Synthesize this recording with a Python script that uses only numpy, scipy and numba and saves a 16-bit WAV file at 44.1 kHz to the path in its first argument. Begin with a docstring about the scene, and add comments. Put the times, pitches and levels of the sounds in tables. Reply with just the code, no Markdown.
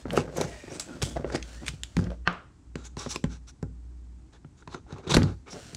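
"""Packing tape is peeled off a small cardboard box on a desk: bursts of stick-slip grit through gliding resonances.
Tape and blade tick and snap (ringing noise bursts); the strip sings (narrow resonances).
Fingers rub and knock the box (ringing modes); a knife is taken up with a clack, then pokes, scratches and
rips the seam: grit through film and card resonances. A sleeve swishes (comb-filtered hiss); a low hum
comes and goes over faint room noise. Close and nearly mono, with a short room tail."""
import sys
import numpy as np
from scipy import signal
from scipy.fft import rfft, irfft
from scipy.io import wavfile
from numba import njit

SR = 44100
rng = np.random.default_rng(int(sys.argv[2]) if len(sys.argv) > 2 else 0)


def dump(signal):
    """Clip the signal to [-1, 1] and save it as 16-bit WAV at the path in sys.argv[1]."""
    limited = np.clip(np.atleast_2d(signal).T, -1, 1)
    pcm = np.round(limited * 32767).astype(np.int16)
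    wavfile.write(sys.argv[1], SR, pcm)


N = 254016
TIME = np.arange(N) / SR


def undb(db):
    """Decibels to gain."""
    return 10 ** (np.asarray(db) / 20)


def unit(x):
    """Scale to rms 1."""
    return x / np.sqrt(np.mean(x ** 2))


def at_peak(x, db):
    """Scale to a peak level in dB."""
    return x * undb(db) / np.abs(x).max()


def add(track, s, sound):
    """Mix a sound into the track at time s."""
    start = max(int(s * SR), 0)
    track[start:start + len(sound)] += sound[:max(N - start, 0)]


def low_pass(x, order, hz):
    """Butterworth low-pass."""
    return signal.sosfilt(signal.butter(order, hz, fs=SR, output="sos"), x)


def band(x, hz, q):
    """Two-pole resonance, gain 1 at the centre."""
    g = np.tan(np.pi * min(hz / SR, 0.45))
    numerator = [g / q, 0, -g / q]
    denominator = [1 + g / q + g * g, 2 * (g * g - 1), 1 - g / q + g * g]
    return signal.lfilter(numerator, denominator, x)


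@njit
def sweep(x, hz, q):
    """Two-pole resonance whose centre moves, gain 1 at the centre."""
    out, b, low = np.empty(len(x)), 0., 0.
    for i in range(len(x)):
        g = np.tan(np.pi * min(hz[i] / SR, .45))
        v = (b + g * (x[i] - low)) / (1 + g * (g + 1 / q))
        b, low, out[i] = 2 * v - b, low + 2 * g * v, v / q
    return out


def colour(x, points, tilt_db=0):
    """Shape a spectrum by (Hz, dB) points and a tilt in dB per octave; rms 1."""
    hz, db = np.transpose(points)
    octave = np.log2(np.maximum(np.fft.rfftfreq(len(x), 1 / SR), 10))
    gain = undb(np.interp(octave, np.log2(hz), db) + tilt_db * octave)
    return unit(irfft(rfft(x) * gain, len(x)))


def fade(t60, count):
    """Exponential decay, 60 dB down after t60 seconds."""
    return undb(-60 * TIME[:count] / t60)


def ring(modes, count=22050):
    """Blow response of (Hz, dB, t60 s) modes, each shifted slightly at random per contact point."""
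    out = np.zeros(count)
    for hz, db, t60 in modes:
        shifted_hz = hz * (1 + 0.015 * rng.standard_normal())
        out += undb(db) * fade(t60, count) * np.sin(2 * np.pi * shifted_hz * TIME[:count])
    return out


def walk(rate):
    """Smooth random curve, spread near 1, with rate knots per second."""
    knots = rng.standard_normal(4096)
    return np.interp(TIME * rate, np.arange(len(knots)), knots)


def slips(rate, spread_db):
    """Stick-slip: tiny releases at random moments, rate per second, of very uneven size."""
    released = rng.random(N) < rate / SR
    size = rng.standard_normal(N)
    return released * size * undb(spread_db * np.clip(rng.standard_normal(N), -2, 2))


def pull(length, attack_s):
    """Force through a stroke: it swells to a rounded top and lets go."""
    times_s = [0, min(attack_s, 1.12 * length), length]
    return np.sin(np.interp(TIME[:int(length * SR)], times_s, [0, np.pi / 2, 0])) ** 1.34


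def swell(s, length, attack_s, release_s):
    """Gain that rises at time s, holds and falls."""
    return np.clip(np.minimum((TIME - s) / attack_s, (s + length - TIME) / release_s), 0, 1)


def delayed(x, ms):
    """The sound after a longer path; the delay may move."""
    return np.interp(TIME - ms / 1000, TIME, x)


def crack(hz, top_hz):
    """A sudden release: one sharp edge, a few milliseconds of crackle, a faint rustle."""
    tail_db, tail_t60_s = -21.5, 0.14
    burst = rng.standard_normal(8192)
    burst *= fade(0.01, count=8192) + undb(tail_db) * fade(tail_t60_s, count=8192)
    burst[0] += 2.0
    return band(low_pass(burst, 3, min(top_hz, 0.45 * SR)), hz, q=0.94)


# ring of blade and stiff tape under every scrape: ring_hz, ring_db
SCRAPE_RING = [(835, 4), (1350, -20.5), (2215, 0.5), (3290, -25), (3570, -6), (3820, -5.5), (4820, -20.5),
               (6300, -15), (7850, -12), (9900, -8.5)]
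CATCHES_PER_S = 35  # glue and blade catch and let go unevenly


def grit(rate, rough_db, catch_db):
    """Dense slips that come in bursts and ring the blade and the stiff tape."""
    burst_db = rough_db * walk(rate=330) + catch_db * walk(rate=CATCHES_PER_S)
    x = slips(rate, spread_db=1.5) * undb(burst_db)
    return x + sum(undb(db) * band(x, hz, q=28) for hz, db in SCRAPE_RING)


WANDER_OCTAVES, WANDER_PER_S = 0.011, 30  # the point of contact moves
FILM_Q = 10


def scrape(source, surface, s, force, tilt_db, rings):
    """Grit under a changing force, through wandering (Hz, dB, Q) resonances."""
    scratch = colour(source[int(s * SR):][:len(force)], surface, tilt_db)
    wander = 2 ** (WANDER_OCTAVES * walk(rate=WANDER_PER_S)[:len(force)])
    ringing = sum(undb(db) * sweep(scratch, hz * wander, float(q)) for hz, db, q in rings)
    return force * unit(scratch + ringing)


# pulls that peel tape off card: release_s, build_s, t60_s, level_db, tilt_db_per_octave,
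# strip_hz (at release), glide_octaves_per_s
PEELS = [(0.135, 0.044, 0.11, -50.5, 12, 12500, 0), (0.18, 0.035, 0.18, -35, 0.5, 2800, -2),
         (0.375, 0.03, 0.17, -42.5, 1, 6500, -10), (0.414, 0.007, 0.16, -33, -0.5, 5700, 3),
         (0.5, 0.2, 0.2, -54.5, 5, 2800, 5), (0.58, 0.27, 0.28, -54, -0.5, 2000, -0.5),
         (0.67, 0.053, 1, -56, -2, 2180, 1), (0.762, 0.063, 0.073, -44.5, 2.5, 8350, -1),
         (0.8, 0.004, 0.14, -34, 4.5, 7740, -0.5), (1.029, 0.015, 0.026, -28, -1, 3500, -3),
         (1.04, 0.015, 0.32, -38, 6.5, 3230, 0), (1.168, 0.015, 0.055, -31.5, -5.5, 2040, -32),
         (1.305, 0.04, 0.19, -45, -0.5, 1450, 11), (1.326, 0.0065, 0.07, -41, 0, 4560, -3),
         (1.362, 0.022, 0.014, -31.5, 0, 5350, 11), (1.366, 0.043, 0.23, -43, 0, 2100, -5.5),
         (1.683, 0.027, 0.082, -37, 3.5, 2490, 1), (1.99, 0.013, 0.18, -46.5, 4, 4920, -1.5)]
# tape lifting off the card: freq_hz, rel_level_db
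PEEL_COLOUR = [(150, -6), (400, 12), (900, 2.5), (1500, 5.5), (2000, -1), (2900, -3), (3700, -6.5),
               (5000, -3), (6500, -4.5), (8200, -7.5), (9200, -14), (10200, -17.5), (11800, -32),
               (15000, -35.5)]
PEEL_RING_DB = 7.5  # strip ring re rustle


def peeling():
    """The pull builds until the glue lets go, then dies away; the ring of the strip glides."""
    out = np.zeros(N)
    glue = grit(rate=4000, rough_db=-0.9, catch_db=3.1)
    for release_s, build_s, t60, db, tilt_db, film_hz, glide in PEELS:
        start_s = release_s - build_s
        build = np.linspace(0, 1, int(build_s * SR))
        force = undb(db) * np.r_[build, fade(t60, count=int(t60 * SR))]
        pitch_hz = film_hz * 2 ** (glide * (TIME[:len(force)] - build_s))
        rings = [(pitch_hz, PEEL_RING_DB, FILM_Q)]
        add(out, start_s, scrape(glue, PEEL_COLOUR, start_s, force, tilt_db, rings))
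    return out


# sharp ticks and snaps of tape and blade: start_s, peak_db, centre_hz, top_hz, ring_low_hz, ring_high_hz
SNAPS = [(0.1054, -20.5, 2130, 5200, 1590, 3140), (0.131, -33, 8000, 15000, 9500, 12500),
         (0.154, -39, 5000, 14000, 2300, 12960), (0.168, -27, 5000, 14000, 2780, 5850),
         (0.174, -18.5, 1120, 13000, 1120, 2730), (0.368, -33, 8000, 15000, 6700, 11000),
         (0.371, -28, 7000, 15000, 6700, 12600), (0.411, -19.5, 6000, 14800, 4000, 5640),
         (0.7965, -20, 6900, 10000, 4700, 7200), (1.018, -24.5, 3040, 9650, 1580, 3400),
         (1.0232, -15.5, 5500, 10600, 3250, 5840), (1.027, -19.5, 5550, 10600, 4370, 7300),
         (1.3565, -22.5, 2030, 7500, 2120, 4930), (1.426, -26.5, 3160, 7860, 3350, 6400),
         (1.645, -41, 1830, 6000, 1474, 2680), (1.6645, -25, 3550, 9650, 2300, 8500),
         (1.681, -16, 2550, 9800, 2300, 3100), (1.687, -22.5, 4550, 9650, 4900, 7400),
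         (1.834, -17, 3060, 9500, 3250, 7300), (1.967, -26.5, 4160, 9650, 2000, 5230),
         (1.991, -41, 3050, 9650, 3330, 4800), (2.041, -36.5, 4500, 8400, 3250, 5400),
         (2.1035, -36, 1720, 8000, 1520, 2410), (2.327, -46, 7500, 8870, 6700, 7750),
         (2.756, -33, 5010, 8900, 3980, 7500), (2.9681, -35, 4400, 9700, 4030, 6600),
         (3.1592, -19.5, 3430, 9000, 2460, 5300), (3.2405, -29, 5900, 9000, 5770, 7270),
         (3.627, -39.5, 6000, 9000, 5400, 7200), (4.675, -42, 4040, 7500, 4070, 6600),
         (4.925, -37, 4500, 7480, 3800, 6260), (4.983, -44, 2940, 9750, 2670, 6600),
         (5.1476, -10, 3950, 11500, 3500, 3900), (5.1662, -8.5, 1570, 6500, 1230, 1550),
         (5.1698, -22.5, 6960, 10500, 6850, 10140), (5.2308, -22.5, 4300, 8030, 4250, 4700),
         (5.7479, -23.5, 5300, 10000, 4660, 6600)]
SNAP_RING_DB = -7  # each ring re crack


def ticks_and_snaps():
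    """A sharp crack with two ringing pitches."""
    out = np.zeros(N)
    for s, db, hz, top_hz, *rings_hz in SNAPS:
        snap = unit(crack(hz, top_hz))
        ringing = sum(unit(band(snap, ring_hz, q=FILM_Q)) for ring_hz in rings_hz)
        add(out, s + 0.00045, at_peak(snap + undb(SNAP_RING_DB) * ringing, db))
    return out


# stretched strip singing as it slides: start_s, length_s, level_db, pitch_hz, glide_octaves_per_s
SINGS = [(0.45, 0.3, -52, 721, -1.84), (0.456, 0.31, -55.5, 1976, -0.6), (0.474, 0.61, -57.5, 2340, 0.3),
         (0.424, 0.31, -62, 2950, -0.7), (0.692, 0.033, -48.5, 5300, 5), (0.7, 0.074, -57, 6100, -0.5),
         (0.865, 0.14, -52.5, 1514, -1.4), (1.07, 0.15, -62, 3300, 0.5), (1.166, 0.0246, -51, 2510, -38),
         (1.36, 0.11, -60, 2290, -3), (1.466, 0.37, -60.5, 1455, 2.7)]
SING_Q, SING_ATTACK_S = 18, 0.048


def singing():
    """Friction rings the stretched strip in narrow resonances that glide as its free length changes."""
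    out = np.zeros(N)
    friction = slips(rate=1200, spread_db=2)
    for s, length, db, hz, glide in SINGS:
        force = pull(length, SING_ATTACK_S)
        pitch_hz = hz * 2 ** (glide * TIME[:len(force)])
        drag = friction[int(s * SR):][:len(force)]
        tone = sweep(sweep(drag, pitch_hz, float(SING_Q)), pitch_hz, SING_Q / 2)
        add(out, s, undb(db) * force * unit(tone))
    return out


# fingers and taut tape dragging on card: start_s, length_s, level_db, drum_hz, glide_octaves_per_s
RUBS = [(0.05, 0.14, -35.5, 217, -5), (0.118, 0.18, -32, 513, -2), (0.257, 0.22, -41.5, 440, -2),
        (0.357, 0.15, -31.5, 524, -2.5), (0.474, 0.12, -49, 306, 6.5), (0.696, 0.14, -42.5, 397, -2.5),
        (0.86, 0.28, -43.5, 322, -1), (1.046, 0.12, -41, 314, -1), (1.153, 0.024, -28.5, 710, -9),
        (1.182, 0.11, -42, 615, -12), (1.238, 0.057, -39.5, 600, -7), (1.311, 0.096, -35.5, 473, -4.5),
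        (1.455, 0.07, -63, 490, -6), (1.611, 0.059, -42, 274, -1), (1.993, 0.14, -40.5, 450, -3),
        (2.093, 0.069, -42, 540, 4), (5.063, 0.11, -33, 375, 0.5), (5.21, 0.078, -40, 330, 3),
        (5.509, 0.11, -43, 400, 3), (5.544, 0.066, -48, 620, 0)]
# card under a dragging finger: freq_hz, rel_level_db
RUB_COLOUR = [(40, -30), (90, 1), (180, 6.5), (320, -5), (600, -2), (950, -13), (1500, -13.5), (2800, -26),
              (6000, -29.5), (15000, -56)]
RUB_ATTACK_S, RUB_Q, RUB_RING_DB = 0.021, 3.8, 9.5  # drumming re judder


def rubbing():
    """Skin and tape judder over the card; the wall drums along at a pitch that slides."""
    out = np.zeros(N)
    judder = colour(slips(rate=1100, spread_db=0.5), RUB_COLOUR)
    for s, length, db, hz, glide in RUBS:
        force = pull(length, RUB_ATTACK_S)
        drag = judder[int(s * SR):][:len(force)]
        drum = sweep(drag, hz * 2 ** (glide * TIME[:len(drag)]), float(RUB_Q))
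        add(out, s, undb(db) * force * unit(drag + undb(RUB_RING_DB) * drum))
    return out


# blows of fingers and blade on the box: start_s, peak_db, push_hz, tick_peak_db, tick_top_hz
KNOCKS = [(0.054, -22, 260, -30.5, 1220), (0.175, -8, 410, -13.5, 1450), (0.187, -20.5, 156, -32, 1000),
          (0.278, -32, 306, -36, 1500), (0.382, -18.5, 470, -43, 1200), (0.411, -18, 390, -22.5, 4000),
          (0.443, -25.5, 145, -40, 1500), (0.637, -37, 298, -43, 2200), (0.679, -33.5, 340, -39.5, 2000),
          (0.715, -35, 304, -45, 1200), (1.028, -20, 114, -44, 3020), (1.166, -30, 653, -38, 2410),
          (1.195, -27, 222, -42, 1200), (1.244, -18, 400, -34.5, 3240), (1.3, -32, 450, -34, 2000),
          (1.323, -33, 405, -44, 2000), (1.347, -16, 356, -29, 2030), (1.687, -32, 131, -30, 3000),
          (1.633, -41, 117, -49, 1500), (1.735, -31.5, 112, -56, 1500), (1.967, -12.5, 197, -20, 8020),
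          (1.99, -17, 114, -32, 1980), (2.068, -41, 295, -37, 1980), (2.755, -21.5, 259, -26.5, 4100),
          (2.97, -28, 198, -35.5, 7900), (3.061, -24, 410, -28, 3030), (3.068, -27.5, 171, -43, 1200),
          (3.159, -23.5, 326, -41, 7000), (3.24, -29.5, 370, -27.5, 3930), (3.24, -14, 178, -35, 4000),
          (3.627, -22.5, 161.5, -34.5, 2220), (4.447, -35, 152, -50, 4000), (4.676, -35, 176, -40, 3000),
          (4.745, -29, 217, -53, 6000), (4.925, -29, 147, -48, 2000), (5.069, -27.5, 143, -35, 6900),
          (5.117, -17, 161, -17, 6000), (5.149, -11, 172, -19, 4950), (5.168, -5, 235, -15, 2500),
          (5.184, -10.5, 98, -39, 1490), (5.219, -14.5, 193, -26, 2500), (5.235, -12, 132, -30, 1780),
          (5.53, -37, 167, -33, 5000), (5.729, -36.5, 142, -47, 5000)]
# modes of the hollow box: mode_hz, rel_level_db, t60_s
BOX = [(99.1, -4.5, 0.25), (147, -2.5, 0.046), (172, -6, 0.053), (245.8, -15.5, 0.25), (327, -2.5, 0.009),
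       (333, -19.5, 0.28), (410, -4.5, 0.044), (486, -9, 0.021), (537, -15.5, 0.14), (610, -17, 0.025),
       (835, -16, 0.11), (1030, -13.5, 0.046), (1115, 0, 0.0037), (1338, -12, 0.084), (1460, -20.5, 0.2)]
BOX_RING_DB = 6  # box ring re wall flex
FLEX_CYCLES = 8.4  # flex is 60 dB down after this many cycles of push_hz
FLEX_START, FLEX_END, FLEX_SETTLE_CYCLES = 1.537, 0.72, 1  # pitch re push_hz as the dent relaxes


def box_knocks():
    """A blow flexes the wall for a few cycles and rings the box; a lower push favours lower modes."""
    out = np.zeros(N)
    give_s = 0.001104  # the wall gives way before it swings back
    for s, db, hz, _, _ in KNOCKS:
        body = ring(BOX)
        loose_flaps = colour(rng.standard_normal(4096), RUB_COLOUR) * fade(0.04, count=4096)
        add(body, 0, undb(1.5) * loose_flaps)
        body = band(body, hz, q=1.0)
        settle = np.exp(-hz * TIME[:len(body)] / FLEX_SETTLE_CYCLES)
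        pitch_hz = hz * (FLEX_END + (FLEX_START - FLEX_END) * settle)
        swing = np.sin(2 * np.pi * np.cumsum(pitch_hz) / SR) * fade(FLEX_CYCLES / hz, len(body))
        flex = band(swing, 0.89 * hz, q=1.0)
        blow = at_peak(flex, 0) + at_peak(body, BOX_RING_DB)
        # a small box radiates no deep bass, and soft card no treble
        blow = signal.sosfilt(signal.butter(2, [80, 2400], "band", fs=SR, output="sos"), blow)
        add(out, s + give_s, at_peak(blow, db))
    return out


def contact_ticks():
    """Fingers and blade tick as they land: a short crack at the start of every knock."""
    out = np.zeros(N)
    for s, _, _, db, top_hz in KNOCKS:
        add(out, s + 0.00054, at_peak(crack(1230, top_hz), db))
    return out


# knife taken up from the desk: start_s, clack_peak_db, desk_ring_db
KNIFE_KNOCKS = [(1.969, -44, -15.5), (2.065, -38, -27.5), (2.2755, -2, -25)]
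# modes of the clack: mode_hz, rel_level_db, t60_s
CLACK = [(522, -27, 0.05), (1245, -8, 0.06), (1580, 3, 0.022), (1780, 1.5, 0.012), (1900, 0, 0.0015),
         (2230, -21, 0.05), (2600, -2, 0.013), (2900, -16, 0.029), (4300, -7.5, 0.012),
         (5300, -18.5, 0.008), (8300, -21, 0.006)]
# the clack as the walls return it: freq_hz, rel_level_db
CLACK_ECHO = [(150, -4.5), (500, 0), (900, -2), (1280, 6), (1800, -3.5), (2300, -10.5), (2900, -7.5),
              (3600, -16.5), (4400, -20), (6000, -28.5), (12000, -61.5)]
DESK_HZ, DESK_T60_S = 176.3, 0.21
LEAD_IN_S, LEAD_IN_DB, ECHO_DB = 0.025, -31, -27.5  # levels re clack


def knife_knocks():
    """Noise coloured like the clack fades in over 25 ms; a hard, short clack follows and the desk rings."""
    out = np.zeros(N)
    for s, clack_db, desk_db in KNIFE_KNOCKS:
        # the contact lasts a fraction of a millisecond, which rounds off the top
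        clack = low_pass(ring(CLACK), 4, 6200)
        count = len(clack)
        echo = colour(rng.standard_normal(count), CLACK_ECHO) * fade(0.36, count)
        echo *= 1 - fade(0.006, count)  # the walls answer a moment later
        lead_in = unit(signal.fftconvolve(rng.standard_normal(count), clack)[:count])
        lead_in = (lead_in * fade(0.056, count))[:int(LEAD_IN_S * SR)][::-1]
        add(out, s - LEAD_IN_S, undb(clack_db + LEAD_IN_DB) * lead_in)
        add(out, s, undb(clack_db) * (at_peak(clack, 0) + undb(ECHO_DB) * echo))
        add(out, s, undb(desk_db) * ring([(DESK_HZ, 0, DESK_T60_S)]))
    return out


# blade strokes along the seam: start_s, length_s, swell_s, level_db, tilt_db_per_octave,
# film_hz, film_db (re scratch), card_hz
STROKES = [(2.767, 0.19, 0.018, -56, 0, 7260, 3, 1350), (2.835, 0.05, 0.03, -47.5, 4.5, 6640, 8.5, 1530),
           (2.969, 0.14, 0.022, -40.5, 2, 5550, 0.5, 1120), (2.988, 0.013, 0.0079, -42, 7, 5540, 20, 1090),
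           (3.085, 0.059, 0.034, -35, 5.5, 5800, 6, 1130), (3.127, 0.03, 0.032, -39, 2, 7600, 9, 1090),
           (3.285, 0.11, 0.042, -51.5, 1, 5800, 4, 1480), (3.467, 0.051, 0.026, -50, 4, 5730, 5, 1380),
           (4.322, 0.067, 0.012, -56.5, -0.5, 3526, 0.5, 1637),
           (4.565, 0.061, 0.038, -60, 2, 6830, 5, 1310), (4.615, 0.022, 0.014, -54.5, -3.5, 3800, -8, 1500),
           (4.675, 0.045, 0.0041, -51, -4, 4300, -7.5, 990), (4.69, 0.061, 0.07, -46.5, 0, 4180, 2.5, 1030),
           (4.742, 0.07, 0.0031, -43, -4.5, 6300, 7, 1330), (4.86, 0.11, 0.061, -46, -3.5, 6400, -6, 1400),
           (4.955, 0.082, 0.013, -44.5, -4, 6500, -9, 1070),
           (5.025, 0.068, 0.022, -44.5, -4, 6240, -1, 1290), (5.24, 0.12, 0.026, -40, -4, 4070, -14, 1410),
           (5.453, 0.067, 0.036, -47, -2.5, 2290, 8, 1340), (5.497, 0.054, 0.023, -43.5, 6, 5380, 14, 1520)]
# separate tears as the blade rips through; same columns: start_s, length_s, swell_s, level_db,
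# tilt_db_per_octave, film_hz, film_db (re scratch), card_hz
TEARS = [(5.072, 0.027, 0.003, -40.5, 0.5, 3600, 9.5, 1380),
         (5.092, 0.023, 0.0086, -29.5, 0.5, 6300, 1, 970), (5.102, 0.026, 0.014, -25, 2, 3700, 7, 1000),
         (5.121, 0.025, 0.0074, -32, 2, 3500, -1, 1400), (5.136, 0.014, 0.0081, -18, 1, 3750, 5, 1495),
         (5.15, 0.027, 0.0038, -31.5, 3, 3800, -8, 1470), (5.165, 0.014, 0.0033, -14, -6, 2700, -11, 1300),
         (5.174, 0.14, 0.0031, -40.5, -4, 4200, 4, 1410)]
# blade in tape and card: freq_hz, rel_level_db
CUT_COLOUR = [(150, -3.5), (400, 13), (620, 4), (1000, 3.5), (1450, 5), (2100, -4.5), (2600, -1),
              (3100, -3), (3950, -1), (5100, -4.5), (6000, -2.5), (7900, -8.5), (9300, -18.5),
              (10200, -16.5), (11800, -38), (15000, -36)]
CARD_Q, CARD_DB = 8.1, 3  # card ring re scratch


def cutting():
    """The blade slides over fine grit in its strokes; in the tears, fibres break in a coarse crackle."""
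    out = np.zeros(N)
    fine = grit(rate=16000, rough_db=0.5, catch_db=2.5)
    coarse = grit(rate=3800, rough_db=-0.5, catch_db=2.5)
    for table, source in (STROKES, fine), (TEARS, coarse):
        for s, length, swell_s, db, tilt_db, film_hz, film_db, card_hz in table:
            force = undb(db) * pull(length, swell_s)
            rings = [(film_hz, film_db, FILM_Q), (card_hz, CARD_DB, CARD_Q)]
            add(out, s, scrape(source, CUT_COLOUR, s, force, tilt_db, rings))
    return out


# knife tip catching in the card: start_s, peak_db, ring_hz
TIP_CATCHES = [(2.969, -33, 980), (3.061, -37, 750), (3.1595, -27, 1035), (4.362, -53.5, 1750),
               (4.446, -46.5, 1360), (4.624, -45.5, 1460), (4.675, -34.5, 990), (4.727, -41, 1070),
               (4.745, -30.5, 1390), (4.865, -47.5, 780), (4.924, -41.5, 1220), (4.962, -39.5, 1120),
               (4.995, -40, 686), (5.036, -49, 1390)]
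TIP_T60_S, TIP_CRUNCH_DB = 0.025, -13  # card ring decay; fibre crunch re ring


def tip_catches():
    """The point of the blade digs in and jumps free: a small crunch and a woody ring."""
    out = np.zeros(N)
    for s, db, hz in TIP_CATCHES:
        crunch = crack(hz, top_hz=2100)
        card = ring([(hz, 0, TIP_T60_S)], count=len(crunch))
        add(out, s + 0.00038, at_peak(unit(card) + undb(TIP_CRUNCH_DB) * unit(crunch), db))
    return out


# sleeve sliding as the arm moves: start_s, length_s, rel_level_db
SWISHES = [(-0.15, 0.22, -35), (0.276, 0.93, -49.5), (1.392, 0.49, -48), (1.8, 0.43, -55),
           (5.46, 0.92, -47)]
# cloth hiss: freq_hz, rel_level_db
SWISH_COLOUR = [(200, 14.5), (450, 9), (650, 11), (850, 5), (1100, 1.5), (1500, 4), (2600, 1), (3500, 2),
                (5500, 1.5), (8000, 0), (9800, -9.5), (12000, -19.5), (15000, -22)]
# changing gap between sleeve and box: time_s, bounce_delay_ms
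ARM_LAG = [(0.4, 1.16), (0.65, 1.04), (0.75, 1.04), (0.85, 0.63), (1.15, 0.61), (1.33, 0.52), (1.5, 0.73),
           (1.62, 0.67), (1.8, 0.67), (5.76, 0.7)]
SWISH_ATTACK_S, SWISH_RELEASE_S = 0.1, 0.34
SWISH_DB, ARM_BOUNCE_DB = -2.5, -12  # overall gain; loss per bounce


def sleeve():
    """Cloth hiss bouncing between sleeve and box: a comb of resonances that slides as the arm moves."""
    weave = slips(rate=14000, spread_db=4) * undb(1.3 * walk(rate=20))
    hiss = colour(weave, SWISH_COLOUR)
    lag_ms = np.interp(TIME, *np.transpose(ARM_LAG))
    bounces = sum(undb(k * ARM_BOUNCE_DB) * delayed(hiss, k * lag_ms) for k in (1, 2, 3))
    strokes = sum(undb(db) * swell(s, length, SWISH_ATTACK_S, SWISH_RELEASE_S)
                  for s, length, db in SWISHES)
    return undb(SWISH_DB) * (hiss + bounces) * strokes


# spells of the low hum: start_s, length_s, level_db (at start, before sag)
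HUM = [(0.01, 0.69, -44.5), (1, 1.0, -36), (1.943, 0.37, -31.5), (2.653, 0.63, -44.5), (3.237, 0.18, -34),
       (3.387, 0.17, -43), (3.606, 0.71, -41), (4.298, 0.94, -62.5), (5.13, 0.32, -37.5)]
# partials of the hum: harmonic_number, rel_level_db
HUM_PARTIALS = [(1, 2.5), (3, -24), (5, -32)]
HUM_HZ, HUM_ATTACK_S, HUM_RELEASE_S, HUM_SAG_DB_PER_S = 59.4, 0.027, 0.15, 6
THROB_FROM_S, THROB_TO_S, THROB_HZ, THROB_DEPTH = 0.83, 2.39, 7.5, 0.75


def low_hum():
    """Wavering harmonic hum in spells that swell, sag and drop out; it throbs for a while."""
    phase = 2 * np.pi * np.cumsum(HUM_HZ * (1 + 0.022 * walk(rate=17))) / SR
    hum = unit(sum(undb(db) * np.sin(k * phase) for k, db in HUM_PARTIALS))
    spells = np.zeros(N)
    for s, length, db in HUM:
        sagging = undb(db - HUM_SAG_DB_PER_S * (TIME - s))
        spells += sagging * swell(s, length, HUM_ATTACK_S, HUM_RELEASE_S)
    throbbing = (TIME > THROB_FROM_S) * (TIME < THROB_TO_S)
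    dips = np.cos(np.pi * THROB_HZ * (TIME - THROB_FROM_S)) ** 2 * throbbing
    return hum * spells * (1 - THROB_DEPTH * dips)


# quiet room noise: freq_hz, rel_level_db
FLOOR_COLOUR = [(25, -17.5), (60, -8.5), (130, -14.5), (200, -22), (300, -19.5), (520, -39.5), (800, -37),
                (1500, -43), (3000, -50), (5000, -49.5), (8000, -47.5), (10500, -62), (15000, -91.5)]
FLOOR_DB = -54


def room_noise():
    """Faint coloured noise with a slight random flutter in level."""
    air = colour(rng.standard_normal(N), FLOOR_COLOUR)
    return undb(FLOOR_DB) * air * undb(0.36 * walk(rate=96))


# reverberation: freq_hz, t60_s
ROOM_T60 = [(125, 0.45), (500, 0.073), (2000, 0.11), (8000, 0.47)]


def room(x):
    """Diffuse tail of the small room: octave bands of noise, each with its own decay."""
    hz, t60 = np.transpose(ROOM_T60)
    count = 26000
    tail = np.zeros(count)
    for centre_hz in 225 * 2 ** np.arange(7):
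        band_t60 = np.interp(np.log(centre_hz), np.log(hz), t60)
        tail += band(rng.standard_normal(count), centre_hz, np.sqrt(2)) * fade(band_t60, count)
    tail *= 1 - fade(0.0076, count)  # the first echoes take a moment to arrive
    return signal.fftconvolve(x, tail / np.linalg.norm(tail))[:N]


# first reflections, from desk top and box wall: delay_ms, gain
BOUNCES = [(1.056, 0.029), (2.6, 0.042)]


def scene():
    """Sum the close sources with reflections and room; the channels differ only by a trace of room."""
    thuds = box_knocks() + rubbing()
    crisp = ticks_and_snaps() + contact_ticks() + peeling() + singing() + tip_catches() + cutting()
    crisp = crisp + sum(gain * delayed(crisp, ms) for ms, gain in BOUNCES)
    cloth = sleeve()
    mid = thuds + undb(-6.5) * room(thuds)
    mid = mid + crisp + undb(-19.0) * room(crisp)
    mid = mid + knife_knocks() + cloth + low_hum() + room_noise()
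    side = undb(-40.5) * room(band(crisp + cloth, 6000, q=0.6))
    return np.array([mid + side, mid - side])


TOP_HZ = 15600


def record(dry):
    """Cut the deepest rumble with a gentle high-pass and the top with a steep low-pass."""
    dry = signal.sosfilt(signal.butter(3, 36, "high", fs=SR, output="sos"), dry)
    return signal.sosfilt(signal.ellip(8, 0.2, 70, TOP_HZ, fs=SR, output="sos"), dry)


dry = scene()
out = record(dry)
dump(out)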